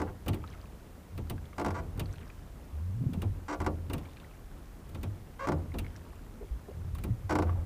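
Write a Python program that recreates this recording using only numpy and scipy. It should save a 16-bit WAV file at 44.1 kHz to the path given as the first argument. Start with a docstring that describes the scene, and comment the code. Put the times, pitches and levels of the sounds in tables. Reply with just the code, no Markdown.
"""Wooden barks, clacks and gulps of water: four strokes of a small rowing boat on a calm lake, heard
from the rower's seat. On each swing back, stick-slip friction in a dry rowlock drives the modes of the
hull; the oars strike their pins as the blades leave and enter the water. Trapped air resonates in gulps,
drips and lapping waves, and one eddy gives a rising note. Beneath them the hull booms softly and a
faint wind stirs."""
import sys
import numpy as np
from scipy import signal
from scipy.fft import rfft, irfft
from scipy.io import wavfile
from scipy.ndimage import uniform_filter1d

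SR = 44100
rng = np.random.default_rng(int(sys.argv[2]) if len(sys.argv) > 2 else 0)


def transcribe(signal):
    """Save signal, clipped to [-1, 1], as a 16-bit WAV file at the path in sys.argv[1]."""
    frames = np.atleast_2d(signal).T
    limited = np.clip(frames, -1, 1)
    pcm = np.round(limited * 32767).astype(np.int16)
    wavfile.write(sys.argv[1], SR, pcm)


N = 337365
TIME = np.arange(N) / SR
RING_TIME = TIME[:SR // 2]

# Spectrum of the steady hiss. Each row: frequency in Hz, relative density in dB.
HISS_SPECTRUM = [(59, -35), (100, 0.5), (214, -14.5), (281, -13.5), (340, -13.5), (1090, -21),
                 (4370, -33.5), (14200, -35), (15500, -36.5)]
# Spectrum of water washing along the boat. Each row: frequency in Hz, relative density in dB.
WASH_SPECTRUM = [(60, -32), (140, 7), (300, 0.5), (600, -8), (1200, -15), (2500, -32), (6000, -52)]
# The blades finish their pull and lift out. 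Each row: start in seconds, length in seconds, boom in dB.
BLADE_LIFTS = [(1.14, 0.22, -38.5), (3.117, 0.21, -37.5), (4.902, 0.15, -40), (6.752, .38, -37)]
# The oars swing back and the rower's weight rocks the boat.
# Each row: start in seconds, length in seconds, boom in dB, wash in dB.
OAR_SWINGS = [(0.0, 0.033, -42.5, -42.5), (1.65, 0.24, -41, -51), (3.583, 0.25, -39, -55),
              (5.516, 0.18, -38, -49.5), (7.42, 0.17, -34, -49)]
# The blades dip in. Each row: start in seconds, boom in dB, wash in dB, trickle in dB.
BLADE_DIPS = [(.28, -34.5, -52, -60), (1.96, -33, -47, -60.5), (3.9, -38.5, -46, -60),
              (5.76, -35.5, -58, -64)]
# Small waves folding over. Each row: start in seconds, length in seconds, middle pitch in Hz, level in dB.
FOLDING_WAVES = [(0.328, 0.082, 343, -57), (2.8, 0.21, 219, -52), (3.002, 0.13, 216.7, -36.5),
                 (3.125, .07, 281, -45), (6.205, 0.22, 306, -56), (6.404, 0.042, 475, -46),
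                 (6.676, 0.041, 488, -46), (7.067, 0.057, 201, -41), (7.553, 0.046, 746, -52)]
# Water gulping round a blade or under the hull.
# Each row: start in seconds, initial pitch in Hz, level in dB, 60 dB decay time in seconds.
WATER_GULPS = [(0.302, 96, -19.5, 0.099), (1.185, 109, -29, 0.21), (1.313, 103.4, -30.5, 0.3),
               (2.016, 82, -20.5, 0.19), (3.03, 160, -34, 0.081), (3.065, 128, -9, 0.045),
               (3.09, 245, -24, 0.055), (3.174, 165, -13, 0.034), (3.255, 95.2, -21, 0.25),
               (3.29, 45, -22.5, 0.22), (5.074, 100.7, -25, 0.23), (5.53, 154, -32.5, 0.39),
               (6.508, 55.7, -20.5, 0.21), (7.105, 112, -18.5, 0.18), (7.24, 94, -24, .17),
               (7.449, 87, -33, 0.27)]
# Drops and bubbles at the blades. Each row: start in seconds, initial pitch in Hz, level in dB.
BLADE_DROPS = [(0.44, 1234, -35.5), (0.536, 2080, -47), (.547, 1240, -47.5), (1.38, 1580, -44.5),
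               (1.455, 3300, -50), (1.53, 1145, -44.5), (1.531, 2100, -49.5), (2.058, 4300, -46),
               (2.16, 2580, -51), (2.3, 2400, -43), (4.056, 2240, -46.5), (4.17, 2400, -50),
               (4.2, 3500, -49), (4.245, 1920, -47), (5.719, 2100, -47), (5.846, 2130, -42.5),
               (5.865, 2140, -42.5), (5.963, 5600, -44.5), (6.953, 1070, -43), (6.986, 1320, -46),
               (7.494, 1110, -32.5), (7.528, 1120, -44)]
# Distinct modes of hull and oar, then of the steel pin in its socket.
# Each row: frequency in Hz, relative resonance height in dB, 60 dB decay time in seconds.
HULL_MODES = [(85.65, 33, 0.92), (151, 16, 0.31), (201.9, 17.5, 0.38), (300.8, 21, 0.13),
              (355.2, 20.5, 0.14), (383.3, 13.5, 0.23), (437.5, 11.5, 0.43), (503, 14.5, 0.33),
              (602, 13, 0.14), (690, 2, 0.4), (716, 13, 0.25), (869, 14, 0.081), (914, 11, 0.11),
              (984, 7, 0.043), (1094, 11, 0.15), (1155, 13, 0.11), (1395, 11.5, 0.11), (1509, 6.5, 0.091),
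              (1744, 2, 0.11), (1950, 1, 0.051), (2095, 0.5, 0.047), (2220, -4, 0.083), (2716, -14, 0.077),
              (4910, -4, 0.06), (5380, -6, 0.05), (5530, -9, 0.034), (7300, -23, 0.05)]
PIN_MODES = [(2370, -20, 0.054), (2680, -11.5, 0.1), (2823, -15.5, 0.02), (2904, 0, 0.034)]
# Dense ring of the hull panels, then of a knocked oar.
# Each row: frequency in Hz, relative energy density in dB, 60 dB decay time in seconds.
PANEL_RING = [(117, 13.5, 0.089), (297, 20, 0.37), (860, 8, 0.2), (1430, 6.5, 0.062), (2000, -3, 0.041),
              (2660, -8.5, 0.08), (3440, -10, 0.069), (5300, -7.5, 0.066), (6430, -10, 0.039),
              (7770, -9, 0.036), (8960, -14.5, .05), (15000, -23.5, 0.04)]
OAR_RING = [(50, 27.5, 0.11), (97, 21, 0.29), (264, 22, 0.24), (476, 12.5, 0.18), (940, 6, 0.15),
            (1670, 0, 0.067), (2650, 5.5, 0.087), (3010, -7, 0.18), (3220, 6.5, 0.06), (5560, -10, 0.055),
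            (7600, -7, 0.058), (8900, 0, 0.041), (11400, -7.5, 0.057), (14400, 2, 0.027)]
# An oar knocking on its pin.
# Each row: start in seconds, peak clack in dB, thud in dB, metal tick in dB, nominal clink pitch in Hz.
OAR_KNOCKS = [(0.261, -48, -34.5, -61, 2750), (0.2811, -33, -29.5, -47, 2880),
              (0.3316, -41, -35, -64.5, 2790), (0.3423, -46, -45, -56, 2850),
              (1.1771, -45, -37.5, -59, 2470), (1.2981, -38, -36, -47.5, 2900),
              (1.975, -54, -37.5, -65, 2740), (1.9953, -36, -37, -47.5, 2870),
              (3.133, -45, -43, -60.5, 3260), (3.2184, -39.5, -35, -55.5, 2770),
              (3.898, -44, -32.5, -62, 2800), (3.933, -36.5, -36.5, -48, 2746),
              (3.98, -47, -59, -62.5, 2800), (4.891, -57, -60, -64, 2780), (4.947, -46.5, -42, -65, 3530),
              (5.0311, -40.5, -36, -55, 2620), (5.7401, -47, -33.5, -72, 2800),
              (5.7858, -34, -42.5, -48.5, 2640), (6.9492, -47, -59, -57.5, 3720),
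              (6.984, -49, -50, -62, 2820), (7.037, -40.5, -36, -51.5, 2300)]
# Runs of fast slips. Each row: start in seconds, length in seconds, initial slips per second,
# unevenness from 0 to 1, level in dB, rasp in dB relative to that level.
CREAK_RUNS = [(0.069, 0.032, 370, 0.27, -48.5, -43), (1.742, 0.056, 296, 0.14, -39.5, -23.5),
              (3.482, 0.062, 283, 0.15, -35.5, -20.5), (5.392, 0.066, 548, 0.05, -37.5, -26),
              (7.293, 0.038, 310, 0.04, -36, -20), (7.468, .04, 330, .2, -47.5, -41)]
# Single slips of the rowlock. Each row: start in seconds, peak bark in dB, low hull ring in dB.
ROWLOCK_SLIPS = [(0.0, -33.5, -35), (0.016, -30, -36.5), (1.581, -29, -39.5), (1.596, -27.5, -36.5),
                 (1.613, -32, -35.5), (1.646, -27, -37), (1.661, -26.5, -32), (1.682, -32.5, -40.5),
                 (1.705, -31, -45.5), (3.602, -30, -37), (3.615, -33.5, -44), (3.644, -38, -49),
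                 (3.663, -24, -30), (5.471, -27.5, -33.5), (5.486, -26, -30), (5.519, -29.5, -34.5),
                 (7.295, -28, -35), (7.307, -27, -35), (7.323, -28, -31.5), (7.353, -23.5, -30),
                 (7.386, -25, -28), (7.422, -28.5, -36.5)]

TOP_HZ = 15350
WIND_DB, HISS_TREBLE_DB, BUFFET_DB = -49.5, -65.5, -7.5  # the buffet is relative to the hull boom
DIP_HOLD_S, TRICKLE_DELAY_S, TRICKLE_HOLD_S, LIFT_WASH_DB = 0.056, 0.12, 0.16, -64.5
PIN_HZ = 2800  # nominal pitch of the clink when the pin sits squarely


def undb(db):
    """Decibels express an amplitude ratio on a logarithmic scale; return the ratio."""
    return 10 ** (np.asarray(db) / 20)


def unit(x):
    """Normalisation to an rms of 1."""
    return x / np.sqrt(np.mean(x ** 2) + 1e-20)


def colour(x, points):
    """Spectral shaping by a gain curve through (Hz, dB) points."""
    hz, db = np.transpose(points)
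    freqs = np.fft.rfftfreq(len(x), 1 / SR) + 1
    return irfft(rfft(x) * undb(np.interp(np.log(freqs), np.log(hz), db)), len(x))


def band(x, hz, kind="bandpass", order=2):
    """Butterworth filtering, flat within the passband."""
    return signal.sosfilt(signal.butter(order, hz, kind, fs=SR, output="sos"), x)


def walk(per_s):
    """Smoothed random steps give a slow modulation with a spread near 1."""
    hold = int(SR / per_s)
    steps = np.repeat(rng.standard_normal(N // hold + 1), hold)
    return 1.3 * uniform_filter1d(uniform_filter1d(steps, hold), hold)[:N]


def fade(t60):
    """Damping: an exponential decay of 60 dB in t60 seconds."""
    return undb(-60 * RING_TIME / max(t60, 1e-3))


def swell(start, length, attack_s, fall_db_per_s):
    """Envelope of a driven motion: it rises, holds to the end of its length and decays."""
    rise = np.clip((TIME - start) / attack_s + .5, 0, 1)
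    return rise * undb(-fall_db_per_s * np.maximum(TIME - start - length, 0))


def stirred(pushes, calm_db, attack_s, fall_db_per_s):
    """Incoherent sources add as powers: calm water plus a swell per (start, length, dB) push."""
    power = sum((undb(db) * swell(start, length, attack_s, fall_db_per_s)) ** 2
                for start, length, db in pushes)
    return np.sqrt(undb(calm_db) ** 2 + power)


def clear_ring(modes):
    """Modal superposition: distinct modes sum as damped sines of alternating sign."""
    return sum((-1) ** k * 2 * undb(db) * fade(t60) / fade(t60).sum() * np.sin(2 * np.pi * hz * RING_TIME)
               for k, (hz, db, t60) in enumerate(modes))


def dense_ring(table):
    """Modal overlap: crowded modes act as noise bands that build as the blow spreads, then decay."""
    hz, db, t60 = np.transpose(table)
    noise = rfft(rng.standard_normal(len(RING_TIME)))
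    freqs = np.fft.rfftfreq(len(RING_TIME), 1 / SR)
    edges_hz, out = np.geomspace(50, 16500, 34), 0
    build = 1 - .5 * np.exp(-RING_TIME / 0.0012)
    for low, high in zip(edges_hz, edges_hz[1:]):
        log_centre = np.log(low * high) / 2
        decay = fade(np.interp(log_centre, np.log(hz), t60))
        gain = np.sqrt(2 * (high - low) / SR) * undb(np.interp(log_centre, np.log(hz), db))
        ring = irfft(noise * ((freqs >= low) & (freqs < high)), len(RING_TIME)) * build * decay
        out = out + gain * ring / np.linalg.norm(ring)
    return out


def registers(x, low_hz, high_hz):
    """A crossover splits a ring into low, middle and high parts, each of rms 1 over its first 20 ms."""
    parts = band(x, low_hz, "lowpass", 4), band(x, [low_hz, high_hz], order=4), band(x, high_hz, "highpass", 4)
    return [part / np.std(part[:SR // 50]) for part in parts]


def bubble(hz, t60, rise, onset_cycles):
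    """A pocket of air is a damped oscillator whose pitch rises as it nears the surface."""
    t = RING_TIME[:int(t60 * SR) + 2]
    cycles = hz * t * (1 + rise * t / t60 / 2)
    onset = 1 - np.exp(-cycles / onset_cycles)
    return np.sin(2 * np.pi * cycles) * np.exp(-np.log(1000) * t / t60) * onset


def air(rocking):
    """Turbulence: gusts rumble on the microphone, more as the boat rocks, over an even hiss."""
    strength = np.hypot(undb(WIND_DB), undb(BUFFET_DB) * rocking) * undb(1.2 * walk(per_s=6))
    wind = unit(band(rng.standard_normal(N), [29, 64])) * strength
    hiss = colour(band(rng.standard_normal(N), 124, "highpass"), HISS_SPECTRUM)
    treble_rms = np.std(band(hiss, 2300, "highpass", order=4))
    return wind + hiss / treble_rms * undb(HISS_TREBLE_DB)


def hull_forcing():
    """Water pressure forces the hull: the envelope swells with each lift, swing and dip of the oars."""
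    swings = [(start, length, db) for start, length, db, _ in OAR_SWINGS]
    dips = [(start, DIP_HOLD_S, db) for start, db, _, _ in BLADE_DIPS]
    return stirred(BLADE_LIFTS + swings + dips, calm_db=-53.5, attack_s=0.069, fall_db_per_s=80)


def hull_boom(rocking):
    """Forced resonance: moving water keeps the lowest hull mode in a wavering hum amid a low rumble."""
    hz = HULL_MODES[0][0] * (1 + 0.073 * walk(35))
    hum = np.sin(2 * np.pi * np.cumsum(hz) / SR) * undb(1.16 * walk(30))
    rumble = unit(band(rng.standard_normal(N), [60, 135]))
    return (hum + 0.53 * rumble) * rocking


def trickle(count=5200):
    """Tiny resonating bubbles and ticks of spray merge into a trickle that swells after each dip."""
    spray = np.zeros(N)
    for when, pitch, size, life in rng.random((count, 4)):
        hz = 950 * 8 ** pitch
        strength = undb(min(-4.2 * np.log(1 - size), 15) - 6 * pitch)
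        cycles = 2.5 + 26 * life ** 3
        add(spray, when * N / SR, strength * bubble(hz, cycles / hz, rise=0.38, onset_cycles=0.17))
    drips = [(start + TRICKLE_DELAY_S, TRICKLE_HOLD_S, db) for start, _, _, db in BLADE_DIPS]
    return unit(spray) * stirred(drips, calm_db=-71, attack_s=0.088, fall_db_per_s=81)


def wash():
    """Flow noise: every move of the oars washes water along the boat."""
    flow = unit(colour(rng.standard_normal(N), WASH_SPECTRUM)) * undb(2.0 * walk(22))
    lifts = [(start, length, LIFT_WASH_DB) for start, length, _ in BLADE_LIFTS]
    swings = [(start, length, db) for start, length, _, db in OAR_SWINGS]
    dips = [(start, DIP_HOLD_S, db) for start, _, db, _ in BLADE_DIPS]
    return flow * stirred(lifts + swings + dips, calm_db=-56, attack_s=0.026, fall_db_per_s=83)


def lapping_waves(bubbles_per_wave=14):
    """A folding wave traps bubbles of many sizes; larger ones resonate lower and tend to be stronger."""
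    out = np.zeros(N)
    for start, length, middle_hz, db in FOLDING_WAVES:
        swarm = np.zeros(N)
        for when, spread, strength in rng.random((bubbles_per_wave, 3)):
            ratio = 2 ** (spread - .5)
            hz = middle_hz * ratio
            note = bubble(hz, 24 / hz, rise=0.093, onset_cycles=0.11)
            add(swarm, when * length, (0.085 + strength) / ratio ** 1.2 * note)
        rms = np.sqrt(np.sum(swarm ** 2) / (length * SR))
        add(out, start, undb(db) * swarm / rms)
    return out


def eddy(start_s=2.735, length_s=0.287, start_hz=72, rise_hz_per_s=152, db=-31):
    """Vortex sound: the hollow, wavering note of an eddy climbs as it tightens behind one blade."""
    hz = start_hz + rise_hz_per_s * np.maximum(TIME - start_s, 0)
    phase = 2 * np.pi * np.cumsum(hz * (1 + 0.053 * walk(45.04))) / SR
    level = undb(db + 1.5 * walk(40)) * swell(start_s, length_s, attack_s=.04, fall_db_per_s=260)
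    return level * (np.sin(phase) + 0.1 * np.sin(2 * phase))


def gulps_and_drops(drop_cycles=46, spatter_db=-9):
    """Bubble resonance: large pockets gulp; drops spatter and ring, smaller bubbles more briefly."""
    out = np.zeros(N)
    for start, hz, db, t60 in WATER_GULPS:
        add(out, start, undb(db) * bubble(hz, t60, rise=0.1, onset_cycles=0.58))
    for start, hz, db in BLADE_DROPS:
        spatter = unit(band(rng.standard_normal(len(RING_TIME)), [hz * 0.47, hz * 1.22])) * fade(0.041)
        add(out, start, undb(db + spatter_db) * spatter)
        add(out, start, undb(db) * bubble(hz, drop_cycles / hz, rise=0.17, onset_cycles=0.32))
    return out


def oar_knocks():
    """Impact: the oar takes up its play, the pin ticks and clinks, wood clacks and a thud swells."""
    out, shared_ring = np.zeros(N), dense_ring(OAR_RING)
    build = 1 - np.exp(-RING_TIME / 0.0054)
    hardest_db = max(row[1] for row in OAR_KNOCKS)
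    for start, clack_db, thud_db, tick_db, clink_hz in OAR_KNOCKS:
        thud, clack, tick = registers(shared_ring + dense_ring(OAR_RING), low_hz=1330, high_hz=6230)
        # the pin's modes shift together as it seats differently
        pin = clear_ring([(hz * clink_hz / PIN_HZ, db, t60) for hz, db, t60 in PIN_MODES])
        clink_db = clack_db - 3 + 0.46 * (clack_db - hardest_db)  # harder knocks ring the steel more
        wood = undb(thud_db) * thud * build + undb(clack_db) * clack / np.abs(clack).max()
        steel = undb(clink_db) * pin / np.abs(pin).max() + undb(tick_db) * tick
        add(out, start, wood + steel)
    return out


def rowlock_creaks(modes, panels, bend=.018):
    """Repetition pitch: when the oar swings fast, the slips follow so closely that they fuse to a tone."""
    out, ring = np.zeros(N), band(modes + 0.67 * panels, 520, "highpass", order=1)
    ring = band(ring, 330, "highpass")  # slips this light hardly move the deep modes
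    for start, length, rate_hz, uneven, db, rasp_db in CREAK_RUNS:
        gap_scatter, size_scatter = rng.standard_normal((80, 2)).T
        times = np.cumsum(np.exp(uneven * gap_scatter)) / rate_hz
        times -= times[0]
        times /= 1 + bend * times / length  # the swing speeds up, so the pitch bends upward
        inside = times < length
        kicks = np.zeros(len(RING_TIME))
        kicks[(times[inside] * SR).astype(int)] = undb(17 * uneven * size_scatter[inside])
        creak = signal.fftconvolve(kicks, ring)[:len(RING_TIME)]
        body, rasp = band(creak, 3040, "lowpass", order=4), band(creak, [4200, 8800], order=3)
        n = int(length * SR)
        add(out, start, undb(db) * (body / np.std(body[:n]) + undb(rasp_db) * rasp / np.std(rasp[:n])))
    return out


def rowlock_slips(modes, panels, rasp_db=-26.5):
    """Stick-slip friction: each slip kicks the hull, and the ring varies as the contact point shifts."""
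    out = np.zeros(N)
    for start, bark_db, low_db in ROWLOCK_SLIPS:
        ring = modes + .4 * panels + .42 * dense_ring(PANEL_RING)
        low, bark, rasp = registers(ring, low_hz=674, high_hz=2930)
        scrape = bark / np.abs(bark).max() + undb(rasp_db) * rasp
        add(out, start, undb(low_db) * low + undb(bark_db) * scrape)
    return out


def add(out, start_s, x):
    """Linear superposition of a sound from its starting time."""
    i = int(np.clip(start_s * SR, 0, N - 1))
    out[i:i + len(x)] += x[:N - i]


def scene():
    """The pressures of boat, water and air sum at one point."""
    modes, panels, rocking = clear_ring(HULL_MODES), dense_ring(PANEL_RING), hull_forcing()
    boat = rowlock_slips(modes, panels) + rowlock_creaks(modes, panels) + oar_knocks() + hull_boom(rocking)
    water = gulps_and_drops() + eddy() + lapping_waves() + trickle() + wash()
    return (boat + water + air(rocking))[None]


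def record(dry):
    """Band limiting: a steep low-pass filter removes the highest treble."""
    return signal.sosfilt(signal.ellip(10, .2, 70, TOP_HZ, fs=SR, output="sos"), dry)


dry = scene()
out = record(dry)
transcribe(out)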